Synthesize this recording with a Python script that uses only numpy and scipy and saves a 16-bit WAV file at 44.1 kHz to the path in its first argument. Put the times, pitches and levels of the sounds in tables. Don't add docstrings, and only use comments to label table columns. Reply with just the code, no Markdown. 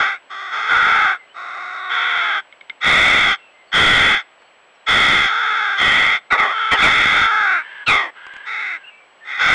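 import sys
import numpy as np
from scipy import signal
from scipy.fft import rfft, irfft
from scipy.io import wavfile
from scipy.ndimage import uniform_filter1d

SR = 44100
rng = np.random.default_rng(int(sys.argv[2]) if len(sys.argv) > 2 else 0)


def unload_audio(sound):
    columns = np.transpose(np.atleast_2d(sound))
    steps = np.round(np.clip(columns, -1, 1) * 32767)
    wavfile.write(sys.argv[1], SR, steps.astype(np.int16))


N = 420713


def gain_of(db):
    return 10 ** (np.asarray(db) / 20)


def unit_rms(x):
    return x / np.sqrt(np.mean(x ** 2) + 1e-20)


def running_rms(x, samples):
    power = uniform_filter1d(uniform_filter1d(x ** 2, samples), samples)
    return np.sqrt(abs(power) + 1e-14)


def fade(t, rise_s, fade_s):
    attack = np.sin(np.pi / 2 * np.clip(t / rise_s, 0, 1)) ** 1.41
    release = np.sin(np.pi / 2 * np.clip((t[-1] - t) / fade_s, 0, 1)) ** 2.29
    return attack * release


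def noise(t):
    return rng.standard_normal(len(t))


def butter(x, order, hz, kind="lowpass"):
    return signal.sosfilt(signal.butter(order, hz, kind, fs=SR, output="sos"), x)


def wander(t, hz):
    return unit_rms(butter(noise(t), 2, hz))


def resonate(x, hz, width_hz):
    carrier = np.exp(2j * np.pi * np.cumsum(hz * np.ones(len(x))) / SR)
    return unit_rms((carrier * butter(x / carrier, 2, width_hz / 2)).real)


def ring(x, modes, tuning=1):
    return sum(gain_of(db) * resonate(x, hz * tuning, width_hz) for hz, width_hz, db in modes)


def syrinx(t, hz, rough):
    rough = np.clip(rough, 0, 1)
    jitter = .1 * np.sqrt(rough) * wander(t, hz=210)
    quaver = .02 * wander(t, hz=45)
    cycles = np.cumsum(hz * (1 + jitter + quaver)) / SR
    slaps = unit_rms(sum(np.cos(2 * np.pi * k * cycles) for k in range(1, 27)))
    puffs = unit_rms((.17 + np.exp(-(cycles % 1) / .91)) * noise(t))
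    shimmer = np.exp(.19 * wander(t, hz=160))
    return (np.sqrt(1 - rough) * slaps + np.sqrt(rough) * puffs) * shimmer


# (centre [Hz], width [Hz])
REFLECTION_DIPS = [(985, 120), (1765, 130), (2900, 260), (4020, 280), (4800, 300)]


def reflection_dips(x):
    for hz, width_hz in REFLECTION_DIPS:
        x = signal.lfilter(*signal.iirnotch(hz, hz / width_hz, SR), x)
    return x


# (nominal centre [Hz], width [Hz], relative level [dB])
MAIN_MODES = [(1505, 342, 6), (876, 139, -8.5), (436, 500, -28.5)]
SECOND_MODES = [(2092, 273, 6.5), (2529, 168, -8)]
THIRD_MODES = [(3394, 343, 1.5)]
BILL_MODES = [(4350, 160, -19.5), (5110, 460, -17), (6340, 700, -22), (8200, 4400, -44)]


def throat(source, levels_db, centres_hz, bill_db, low_db_per_octave=9.5):
    drive = reflection_dips(butter(source, 3, 260, "highpass"))
    main, (low_hz, low_width_hz, low_db), lowest = MAIN_MODES
    low = low_hz, low_width_hz, low_db + low_db_per_octave * np.log2(main[0] / centres_hz[0])
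    groups = [main, low, lowest], SECOND_MODES, THIRD_MODES
    bill_tuning = (centres_hz[2] / THIRD_MODES[0][0]) ** .3
    sound = gain_of(levels_db[2] + bill_db) * ring(drive, BILL_MODES, bill_tuning)
    for modes, db, centre_hz in zip(groups, levels_db, centres_hz):
        band = ring(drive, modes, tuning=centre_hz / modes[0][0])
        sound += gain_of(db) * band / running_rms(band, samples=500)
    return sound


DROOP_POWER, DULLING_DB_PER_OCTAVE = 2.6, 13.5
GAPE_LIFT, GAPE_DB = (0, .088, .18), (-5, 7, -11)
# (upward drift [ratio], mid-call swell [dB], sag [dB])
CAW_MOTION = [(.05, 0.43, 0.76), (0.027, 4.2, 0.069), (0.004, 0.27, -0.07)]
# (start [s], length [s], rise [s], fade [s], level [dB], level change [dB],
#   nominal top pitch [Hz], nominal final pitch [Hz], roughness [0-1], late gape [1 wide, <0 closing],
#   second re main [dB], third re main [dB], bill re third [dB], main [Hz], second [Hz], third [Hz])
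BEGGING_CAWS = [ (0.0, 0.2, 0.0017, 0.073, -21.5, -16, 410, 335, 0.62, 0.51, -4, -12, 2, 1460, 2060, 3410),
                (.295, 0.29, 0.024, 0.096, -30, 2, 397.3, 359, 0.28, 0.21, -4.5, -9.5, 3, 1325, 1910, 3400),
                (.51, 0.66, 0.025, .1, -22.5, 0, 434.2, 373, 0.49, 0, -4, -11, 3.5, 1404, 2037, 3370),
                (.67, .525, .05, .1, -14.5, -2, 470, 335, .38, 0, -7.5, -13.5, -2, 1450, 2040, 3410),
                (1.335, 0.52, 0.049, .1, -29.5, 3, 364.6, 360, 0.59, 0, -6.5, -16.5, 5, 1315, 2030, 3730),
                (1.71, .705, .15, .05, -26.5, 2.5, 372, 314.4, .16, 0, -6.5, -12.5, -6.5, 1313, 2000, 3670),
                (1.89, .53, .03, 0.038, -21, -0.5, 474.7, 380.2, 0.37, -0.18, -2.5, -6.5, -6, 1480, 2070, 3360),
                (2.803, .572, .085, .06, -17.2, -3, 465, 380, .64, -.4, 4.5, -2, -2, 1410, 2100, 3500),
                (3.715, 0.53, 0.052, 0.12, -15, -3, 476, 395.3, 0.69, 0.075, 1, -1.3, -3, 1480, 2001, 3307),
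                (4.86, 0.49, 0.044, 0.1, -17, -4, 455.3, 373.5, .6, -0.13, 2, -1.5, -1, 1444, 2027, 3400),
                (5.27, 0.56, 0.052, 0.1, -18.5, -0.5, 446.4, 373.8, 0.35, 0.028, -8, -11, -1, 1483, 2024, 3440),
                (5.755, .45, 0.07, 0.062, -19, -3, 481.7, 404, 0.7, 0.2, 4, -1, -2.5, 1377, 2016, 3286),
                (6.42, .15, 0.014, 0.048, -21.5, -6, 399.6, 320, 0.56, -0.078, -3.5, -10.5, -0.5, 1240, 1950, 3330),
                (6.47, 0.37, 0.17, 0.045, -19.5, -5, 444, 412.6, .2, 0, -10, -10, -8, 1443, 2000, 3270),
                (6.755, .55, .06, .06, -17.3, -2.5, 445, 420, .66, 0, 1.5, -4, -1, 1460, 2070, 3440),
                (7.09, 0.57, 0.11, 0.12, -15, 7, 456, 280, 0.238, 1, -12.5, -15, 2.5, 1486, 2015, 3360),
                (8.45, 0.35, 0.036, 0.055, -29.5, 0.5, 447.3, 273, .4, 0.098, 4, -9.5, 2.5, 1544, 2054, 3700),
                (9.235, 0.59, 0.1, .1, -31.5, -1.5, 431.6, 374, 0.69, 0, 6.5, -6.5, 1, 1550, 1980, 3520),
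                (9.38, 0.49, 0.041, .1, -14, 5, 493.5, 408, 0.556, 0.26, 0, -8, 3.5, 1456, 2106, 3445), ]


def caw(length_s, rise_s, fade_s, db, change_db, top_hz, final_hz, rough, gape,
        second_db, third_db, bill_db, *resonances_hz):
    t = np.arange(0, length_s, 1 / SR)
    progress = t / length_s
    ramp = progress - .5
    arch = np.sin(np.pi * progress) - 2 / np.pi
    opening = gape * progress ** 2.9
    scoop = .04 * np.exp(-t / .06)
    hz = (top_hz + (final_hz - top_hz) * progress ** DROOP_POWER) * (1 - scoop - .04 * ramp)
    colour_db = 0, second_db, third_db + DULLING_DB_PER_OCTAVE * np.log2(hz / top_hz)
    levels_db, centres_hz = [], []
    for k, (drift, swell_db, sag_db) in enumerate(CAW_MOTION):
        motion_db = swell_db * arch + (change_db - sag_db) * ramp + GAPE_DB[k] * opening
        levels_db.append(db + colour_db[k] + motion_db)
        centres_hz.append(resonances_hz[k] * (1 + drift * ramp + GAPE_LIFT[k] * opening))
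    source = syrinx(t, hz, rough * (1 - .25 * ramp))
    return throat(source, levels_db, centres_hz, bill_db) * fade(t, rise_s, fade_s)


# (frequency [Hz], relative density [dB])
WASH_SPECTRUM = [(18, -52), (30, -26), (113, -18), (284, -10), (492, -3), (605, 0), (3080, -5.5),
                 (3790, -19), (4150, -15.5), (4770, -24), (7200, -34), (9360, -52), (15800, -120)]


def outdoor_wash(db=-51.5):
    hz, density_db = np.transpose(WASH_SPECTRUM)
    bins_hz = np.fft.rfftfreq(N, 1 / SR)
    colour = gain_of(np.interp(np.log(bins_hz + 1), np.log(hz), density_db))
    return gain_of(db) * unit_rms(irfft(rfft(rng.standard_normal(N)) * colour, N))


def electrical_whine(hz=7794, db=-70):
    t = np.arange(N) / SR
    blur_rad = .6 * wander(t, hz=70)
    return gain_of(db) * unit_rms(np.sin(2 * np.pi * hz * t + blur_rad))


# (start [s], length [s], level [dB], first pitch [Hz], last pitch [Hz])
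SONGBIRD_NOTES = [(1.177, 0.096, -45, 2060, 2070), (1.28, 0.067, -52, 2800, 3150),
                  (3.375, 0.19, -52, 2740, 2603), (3.526, 0.18, -55, 2090, 2050),
                  (3.66, 0.078, -62, 4500, 4300), (4.374, .17, -69, 4460, 4270),
                  (4.73, .06, -72, 5600, 5300), (4.76, 0.1, -69, 4060, 3850),
                  (8.827, 0.044, -39.5, 2620, 2740), (8.853, .06, -40, 2800, 2830),
                  (8.862, 0.17, -51, 2530, 2720), (8.893, .2, -52, 2310, 2300),
                  (9.201, 0.072, -43.5, 1740, 1860)]


def songbird(length_s, db, first_hz, last_hz):
    t = np.arange(0, length_s, 1 / SR)
    hz = np.linspace(first_hz, last_hz, len(t)) * (1 + .019 * wander(t, hz=120))
    whistle = np.sqrt(2) * np.sin(2 * np.pi * np.cumsum(hz) / SR)
    return gain_of(db) * whistle * fade(t, rise_s=.03, fade_s=.51 * length_s)


# (centre [Hz], width [Hz], relative level [dB])
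SHUT_BILL_MODES = [(1450, 340, -4), (2145, 150, 8), (3300, 690, 0)]
# (time [s], level [dB])
SOFT_CLUCKS = [(2.527, -47.5), (2.612, -45), (2.699, -32.5)]


def cluck(db, rise_s=.0016):
    t = np.arange(0, .06, 1 / SR)
    puff = noise(t) * (t / rise_s) * np.exp(-t / rise_s)
    return gain_of(db) * unit_rms(ring(puff, SHUT_BILL_MODES))


# (time [s], level [dB])
GRASS_TICKS = [(4.42, -61), (8.266, -48.5), (8.337, -50), (8.365, -48.5)]


def grass_tick(db, decay_s=.0035):
    t = np.arange(0, .03, 1 / SR)
    snap = noise(t) * np.exp(-t / decay_s)
    return gain_of(db) * ring(snap, [(1660, 1300, 5.5), (4400, 560, -18), (7000, 1200, -16)])


GULP_SWOOP_SHARE = (0, 1, 0.4)
GULP_SINK = [0.38, 0.17, 0.14]
# (start [s], length [s], level [dB], top pitch [Hz], final pitch [Hz], swoop [ratio],
#   second re main [dB], third re main [dB], main [Hz], second [Hz], third [Hz])
GULPING_SQUAWKS = [ (6.301, 0.093, -9.5, 494, 385, .04, -1, -14, 1453, 2100, 3890),
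                   (6.368, 0.14, -14, 420, 391, 0.067, 1, -12.5, 1426, 2086, 3560),
                   (6.705, .078, -12, 467, 391, 0.17, 3.5, -2.5, 1330, 2030, 3210),
                   (6.815, 0.102, -9, 464, 400, 0.23, 1, -10, 1486, 2200, 3550),
                   (7.86, .25, -14.5, 440.2, 267, 0.41, 3, -5.5, 1422, 2204, 3634), ]


def gulp(length_s, db, top_hz, final_hz, swoop, second_db, third_db, *resonances_hz):
    t = np.arange(0, length_s, 1 / SR)
    progress = t / length_s
    hz = top_hz + (final_hz - top_hz) * progress ** DROOP_POWER
    lift = swoop * np.exp(-t / .0256)
    centres_hz = [centre_hz * (1 + share * lift) * (1 - sink * progress)
                  for centre_hz, share, sink in zip(resonances_hz, GULP_SWOOP_SHARE, GULP_SINK)]
    levels_db = db, db + second_db, db + third_db + DULLING_DB_PER_OCTAVE * np.log2(hz / top_hz)
    squawk = throat(syrinx(t, hz, rough=.522), levels_db, centres_hz, bill_db=-.5)
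    decay = gain_of(-28 * progress ** 2.4)
    return squawk * decay * fade(t, rise_s=.034, fade_s=.008)


# (start [s], length [s], level [dB], first resonance [Hz], last resonance [Hz])
FAR_CROW_CAWS = [(7.599, 0.26, -36.5, 1760, 1593), (8.131, .35, -39, 1460, 1690),
                 (8.721, .2, -48.5, 1580, 1540)]


def far_caw(length_s, db, first_hz, last_hz):
    t = np.arange(0, length_s, 1 / SR)
    drive = syrinx(t, hz=410, rough=.42)
    main = resonate(drive, np.linspace(first_hz, last_hz, len(t)), width_hz=200)
    sides = ring(drive, [(1025, 140, -13), (2010, 270, -7.5), (2900, 650, -10)])
    return gain_of(db) * (main + sides) * fade(t, rise_s=.054, fade_s=.026)


def foliage_echo(x, leaves_t60_s=.06, trees_t60_s=.4, trees_db=-23):
    t = np.arange(0, .7, 1 / SR)
    decay = gain_of(-60 * t / leaves_t60_s) + gain_of(trees_db - 60 * t / trees_t60_s)
    tail = noise(t) * decay * (t > .008)
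    response = butter(tail / np.linalg.norm(tail), 2, [500, 3800], "bandpass")
    return signal.fftconvolve(x, response)[:N]


def play(source, table, lead_s=0):
    track = np.zeros(N)
    for start_s, *settings in table:
        sound = source(*settings)
        slot = track[round((start_s - lead_s) * SR):][:len(sound)]
        slot += sound[:len(slot)]
    return track


def scene():
    near = play(caw, BEGGING_CAWS) + play(cluck, SOFT_CLUCKS, lead_s=.003)
    near += play(grass_tick, GRASS_TICKS) + play(gulp, GULPING_SQUAWKS)
    far = play(songbird, SONGBIRD_NOTES) + play(far_caw, FAR_CROW_CAWS)
    echo = foliage_echo(gain_of(-19) * near + gain_of(-7) * far)
    return (near + far + echo + outdoor_wash() + electrical_whine())[None]


def overload(x, ceiling_db=-18.5):
    emphasis = [1, -.88]
    ceiling = gain_of(ceiling_db)
    clipped = np.clip(signal.lfilter(emphasis, [1], x), -ceiling, ceiling)
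    return signal.lfilter([1], emphasis, clipped)


def record(dry):
    lowpass = signal.firwin(151, cutoff=11700, window=("kaiser", 9), fs=SR)
    return signal.oaconvolve(overload(dry), lowpass[None], "same")


dry = scene()
out = record(dry)
unload_audio(out)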